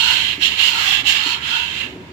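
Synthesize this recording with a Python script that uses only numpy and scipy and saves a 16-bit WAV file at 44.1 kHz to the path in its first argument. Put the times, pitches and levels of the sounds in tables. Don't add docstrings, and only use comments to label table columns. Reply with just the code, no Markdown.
import sys
import numpy as np
from scipy import signal
from scipy.fft import rfft, irfft, next_fast_len
from scipy.io import wavfile
from scipy.ndimage import uniform_filter1d, minimum_filter1d, map_coordinates

SR = 44100
rng = np.random.default_rng(int(sys.argv[2]) if len(sys.argv) > 2 else 0)


def transcribe(signal):
    frames = np.atleast_2d(signal).T
    limited = np.clip(frames, -1, 1)
    pcm = np.round(limited * 32767).astype(np.int16)
    wavfile.write(sys.argv[1], SR, pcm)


N = 93624

# [t/s, rasp level/dB, block midrange level/dB, hiss level/dB]
STROKES = [
    [(0.0, -18.5, -35, -35.5), (0.114, -18.5, -27, -33), (0.332, -23.5, -32.5, -44),
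     (0.39, -41, -39.5, -55), (0.426, -17, -28, -34.5), (0.466, -16, -31, -32.5), (0.5, -25, -30.5, -41.5),
     (0.57, -27, -33.5, -44), (0.602, -16.5, -25, -33.5), (0.668, -19, -28, -30.5), (0.73, -24, -32.5, -37),
     (0.85, -23, -23.5, -32.5), (0.94, -20, -24.5, -33), (1.014, -25, -30.5, -44), (1.03, -39, -37, -52)],
    [(1.04, -35.5, -36.5, -50.5), (1.072, -15, -28, -32.5), (1.094, -17.5, -24, -28.5),
     (1.2, -22.5, -28, -40), (1.312, -24, -32.5, -36.5), (1.35, -24, -33.5, -43), (1.404, -38, -35.5, -54),
     (1.44, -28, -36, -48), (1.48, -24.5, -29.5, -42), (1.556, -22.5, -33.5, -40.5),
     (1.698, -30, -35.5, -48), (1.812, -28, -32, -45), (1.854, -35.5, -36, -51), (1.98, -55.5, -52.5, -68)],
]
# [f/Hz, gain/dB]
RASP_COLOUR = [(500, -60.5), (1800, -17), (2450, -12), (2700, 4), (3250, -0.5), (3950, -7), (4450, -24.5),
               (4750, -21), (6000, -25), (12000, -59)]
# [f/Hz, width/Hz, gain/dB]
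RING_MODES = [(2716, 100, 0.5), (2989, 183, -1), (3149, 170, 2), (3556, 245, -4), (4109, 79, 0)]
# [f/Hz, gain/dB]
BLOCK_COLOUR = [(200, -43), (550, -22), (800, -7), (1100, -5.5), (1400, -6), (2400, 5.5), (3000, -0.5),
                (5000, -35.5)]
# [f/Hz, width/Hz, gain/dB]
BLOCK_MODES = [(1660, 124, 2.8), (2043, 67, 4.9), (2173, 74, 4.9)]
# [f/Hz, gain/dB]
HISS_COLOUR = [(2000, -29.5), (4400, 5.5), (5300, -3), (5620, -4), (6100, -6), (6900, -0.5), (7500, -3),
               (8300, -14), (9600, -19.5), (11000, -14), (13000, -13.5), (16000, -17)]
# [t/s, f/Hz, level/dB]
HOLLOW_TRACK = [(0, 945, -34), (0.11, 945, -29.5), (0.36, 930, -53), (0.77, 935, -34), (0.83, 900, -40.5),
                (0.89, 740, -47), (0.96, 810, -46), (1.17, 790, -46), (1.25, 930, -37.5), (1.32, 955, -33),
                (1.43, 940, -47.5), (1.56, 940, -34.5), (1.8, 940, -51.5)]
# [t/s, f/Hz, level/dB]
UPPER_TRACK = [(0, 1450, -31.5), (0.121, 1490, -24.5), (.22, 1550, -45), (0.5, 1650, -56),
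               (0.79, 1360, -27.5), (.93, 1170, -37.5), (1.06, 1219, -46), (1.27, 1347, -32),
               (1.419, 1360, -42), (1.56, 1470, -27), (1.68, 1570, -42), (1.95, 1600, -65)]
# [t/s, level/dB, f/Hz, width/Hz, time from peak to 1/e/s]
SQUEALS = [(0.026, -25, 4285, 90, 0.14), (0.445, -29.5, 5620, 80.5, 0.031), (0.681, -15, 3020, 140, 0.027),
           (.78, -27, 4170, 110, 0.075), (0.912, -19, 3360, 220, 0.087), (1.088, -18, 2855, 130, 0.031),
           (1.184, -32, 4980, 90, 0.066), (1.282, -26, 4280, 110, 0.074), (1.812, -25.5, 2740, 199, 0.056)]
# [f/Hz, ratio/dB]
BALANCE = [(300, -2), (700, -3.5), (950, 7.5), (1200, -5.5), (2200, -7.5), (2500, -5.5), (2750, -17.5),
           (3300, -12), (4200, -9), (5000, -9), (7300, -10), (9800, 3), (15000, 7.5)]
# [f/Hz, correlation -1 to 1]
ALIKE = [(300, .9), (600, 0.47), (950, 0.39), (1300, -0.2), (1750, -0.2), (2400, 0.017), (3000, -0.2),
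         (4500, -0.014)]
# [t/s, level/dB]
SHUFFLE = [(0, -42.5), (1.68, -51.5), (1.86, -39), (2.02, -39.5), (2.07, -44.5)]
# [f/Hz, gain/dB]
SHUFFLE_COLOUR = [(30, -33), (100, -5), (280, -2.5), (430, -8.5), (550, -9), (1000, -33), (3000, -48.5)]
# [f/Hz, width/Hz, gain/dB]
LOW_MODES = [(367.3, 16, -6.5), (291, 72, 3)]
# [f/Hz, gain/dB]
ROOM_COLOUR = [(48, -29), (62, -7.5), (76, -5.5), (95, -6), (200, -9), (500, -17.5), (2500, -23),
               (5000, -33), (12000, -53)]
# [t/s, level/dB]
KNOCKS = [(.380, -26), (1.032, -33.5), (1.262, -30), (1.837, -38), (1.925, -28), (2.013, -34)]
# [f/Hz, level/dB, t60/s]
KNOCK_MODES = [(245, -33, .07), (288.5, 0.5, 0.1), (358.6, -11, 0.43)]
# [t/s, level/dB]
GROAN = [(1.72, -57), (1.87, -47), (2.0, -40), (2.06, -57), (2.12, -41)]

RASP_DB, RING_DB, BODY_DB, BLOCK_DB = 2.5, -1, 1.8, -4.5
HISS_DB, SHUFFLE_DB, ROOM_DB, HUM_DB = 7, -1.5, -41.5, -51
CATCHES_PER_S, CATCH_SPREAD_DB, SMOOTH_DB = 2200, 1.5, 4
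RIPPLE_DB = 3.0
HOLLOW_HALF_WIDTH_HZ, UPPER_HALF_WIDTH_HZ = 52, 108
HUM_HZ, GROAN_HZ, TOP_HZ = 74.5, 371.4, 16050


def amp(db):
    return 10 ** (np.asarray(db) / 20)


def unit(x):
    return x / np.sqrt(np.mean(x ** 2) + 1e-20)


def noise():
    return rng.standard_normal((2, N))


def along(points, hz):
    f, v = np.transpose(points)
    return np.interp(np.log(hz + 1), np.log(f + 1), v)


def gains(rows):
    s, *cols = np.transpose(rows)
    t = np.arange(N) / SR
    return [amp(np.interp(t, s, c)) for c in cols]


def wobble(knots_per_s):
    knots = rng.standard_normal(N // 20)
    return map_coordinates(knots, [np.arange(N) * knots_per_s / SR], mode="wrap")


def filtered(x, response):
    m = next_fast_len(N + SR // 2)
    return irfft(rfft(x, m) * response(np.fft.rfftfreq(m, 1 / SR)), m)[..., :N]


def coloured(x, spectrum):
    return unit(filtered(x, lambda f: amp(along(spectrum, f))))


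def rung(x, modes):
    def response(f):
        total = 0
        for centre_hz, width_hz, db in modes:
            damping = 1.5j * f * width_hz
            bandpass = damping / (centre_hz ** 2 - f ** 2 + damping)
            total = total + amp(db) * bandpass ** 2
        return total
    return unit(filtered(x, response))


def many_modes(x):
    z = signal.stft(x, nperseg=1024)[2]
    field = rng.standard_normal(z.shape[1:])
    field = uniform_filter1d(field, size=2, axis=0)
    field = uniform_filter1d(field, size=30, axis=1)
    ripple = amp(RIPPLE_DB * np.clip(unit(field), -2, 2))
    return unit(signal.istft(z * ripple)[1][:, :N])


def spread(pair):
    def mid_side(f):
        turn = np.arccos(np.clip(along(ALIKE, f), -1, 1)) / 2
        return np.array([np.cos(turn), np.sin(turn)])
    mid, side = filtered(pair, mid_side)
    return np.array([mid + side, mid - side])


def lean(f):
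    g = amp(np.outer([.5, -.5], along(BALANCE, f)))
    return g / np.sqrt(np.mean(g ** 2, axis=0))


def friction(catch_s, judder_db, judder_knots_per_s):
    spread_db = CATCH_SPREAD_DB * np.clip(rng.standard_normal(N), -2, 2)
    catches = (rng.random(N) < CATCHES_PER_S / SR) * amp(spread_db)
    power = signal.lfilter([1], [1, -np.exp(-1 / (catch_s * SR))], catches ** 2)
    strength = np.sqrt(power / power.mean() + amp(SMOOTH_DB) ** 2)
    return unit(strength * amp(judder_db * wobble(judder_knots_per_s)))


def rings(force):
    rasp = coloured(many_modes(force * noise()), RASP_COLOUR)
    return amp(RASP_DB) * rasp + amp(RING_DB) * rung(force * noise(), RING_MODES)


def block(force):
    body = coloured(many_modes(force * noise()), BLOCK_COLOUR)
    return amp(BODY_DB) * body + amp(BLOCK_DB) * rung(force * noise(), BLOCK_MODES)


def hiss(force):
    return amp(HISS_DB) * coloured(many_modes(force * noise()), HISS_COLOUR)


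def bore_air(track, half_width_hz):
    s, hz, db = np.transpose(track)
    t = np.arange(N) / SR
    phase = 2 * np.pi * np.cumsum(np.interp(t, s, hz)) / SR
    lowpass = lambda f: 1 / (1 + (f / half_width_hz) ** 2)
    a, b = filtered(rng.standard_normal((2, 2, N)), lowpass)
    return amp(np.interp(t, s, db)) * unit(a * np.cos(phase) + b * np.sin(phase))


def scrape():
    rasp_gain, block_gain, hiss_gain = gains(np.vstack(STROKES))
    force = friction(catch_s=0.00099, judder_db=0.3, judder_knots_per_s=150)
    air = bore_air(HOLLOW_TRACK, HOLLOW_HALF_WIDTH_HZ) + bore_air(UPPER_TRACK, UPPER_HALF_WIDTH_HZ)
    return rasp_gain * rings(force) + block_gain * block(force) + air + hiss_gain * hiss(force)


def squeals():
    t = np.arange(N) / SR
    out = np.zeros((2, N))
    for s, db, hz, width_hz, fall_s in SQUEALS:
        swell = np.exp(-((t - s) / fall_s) ** 2)
        out += amp(db) * swell * rung(noise(), [(hz, width_hz, 0)])
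    return out


def shuffle(uneven_db=2.5, ring_db=-8.5):
    level, = gains(SHUFFLE)
    rub = noise() * amp(uneven_db * wobble(50.75))
    ring = rung(noise(), LOW_MODES)
    return amp(SHUFFLE_DB) * level * (coloured(rub, SHUFFLE_COLOUR) + amp(ring_db) * ring)


def workshop(waver_rad=1.0):
    t = np.arange(N) / SR
    hum = unit(np.sin(2 * np.pi * HUM_HZ * t + waver_rad * wobble(11)))
    room = amp(ROOM_DB) * coloured(noise(), ROOM_COLOUR)
    return spread(room) + amp(HUM_DB) * hum


def knocks(attack_s=0.00088, vary_db=0.94):
    out, t = np.zeros(N + SR), np.arange(SR // 3) / SR
    for s, db in KNOCKS:
        ring = np.zeros(len(t))
        for hz, level_db, t60_s in KNOCK_MODES:
            decay = amp(level_db + rng.normal(0, vary_db) - 60 * t / t60_s)
            ring += decay * np.sin(2 * np.pi * hz * t)
        out[round(s * SR):][:len(t)] += amp(db) * ring * (1 - np.exp(-t / attack_s))
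    return out[:N]


def groan(waver_rad=0.4):
    level, = gains(GROAN)
    t = np.arange(N) / SR
    return level * unit(np.sin(2 * np.pi * GROAN_HZ * t + waver_rad * wobble(25.34)))


def scene():
    contact = filtered(spread(scrape() + squeals()), lean)
    return contact + spread(shuffle()) + workshop() + knocks() + groan()


def record(dry):
    needed = 1 / np.maximum(np.abs(dry).max(axis=0) / .95, 1)
    gain = uniform_filter1d(minimum_filter1d(needed, size=129), size=129)
    return filtered(dry * gain, lambda f: f < TOP_HZ)


dry = scene()
out = record(dry)
transcribe(out)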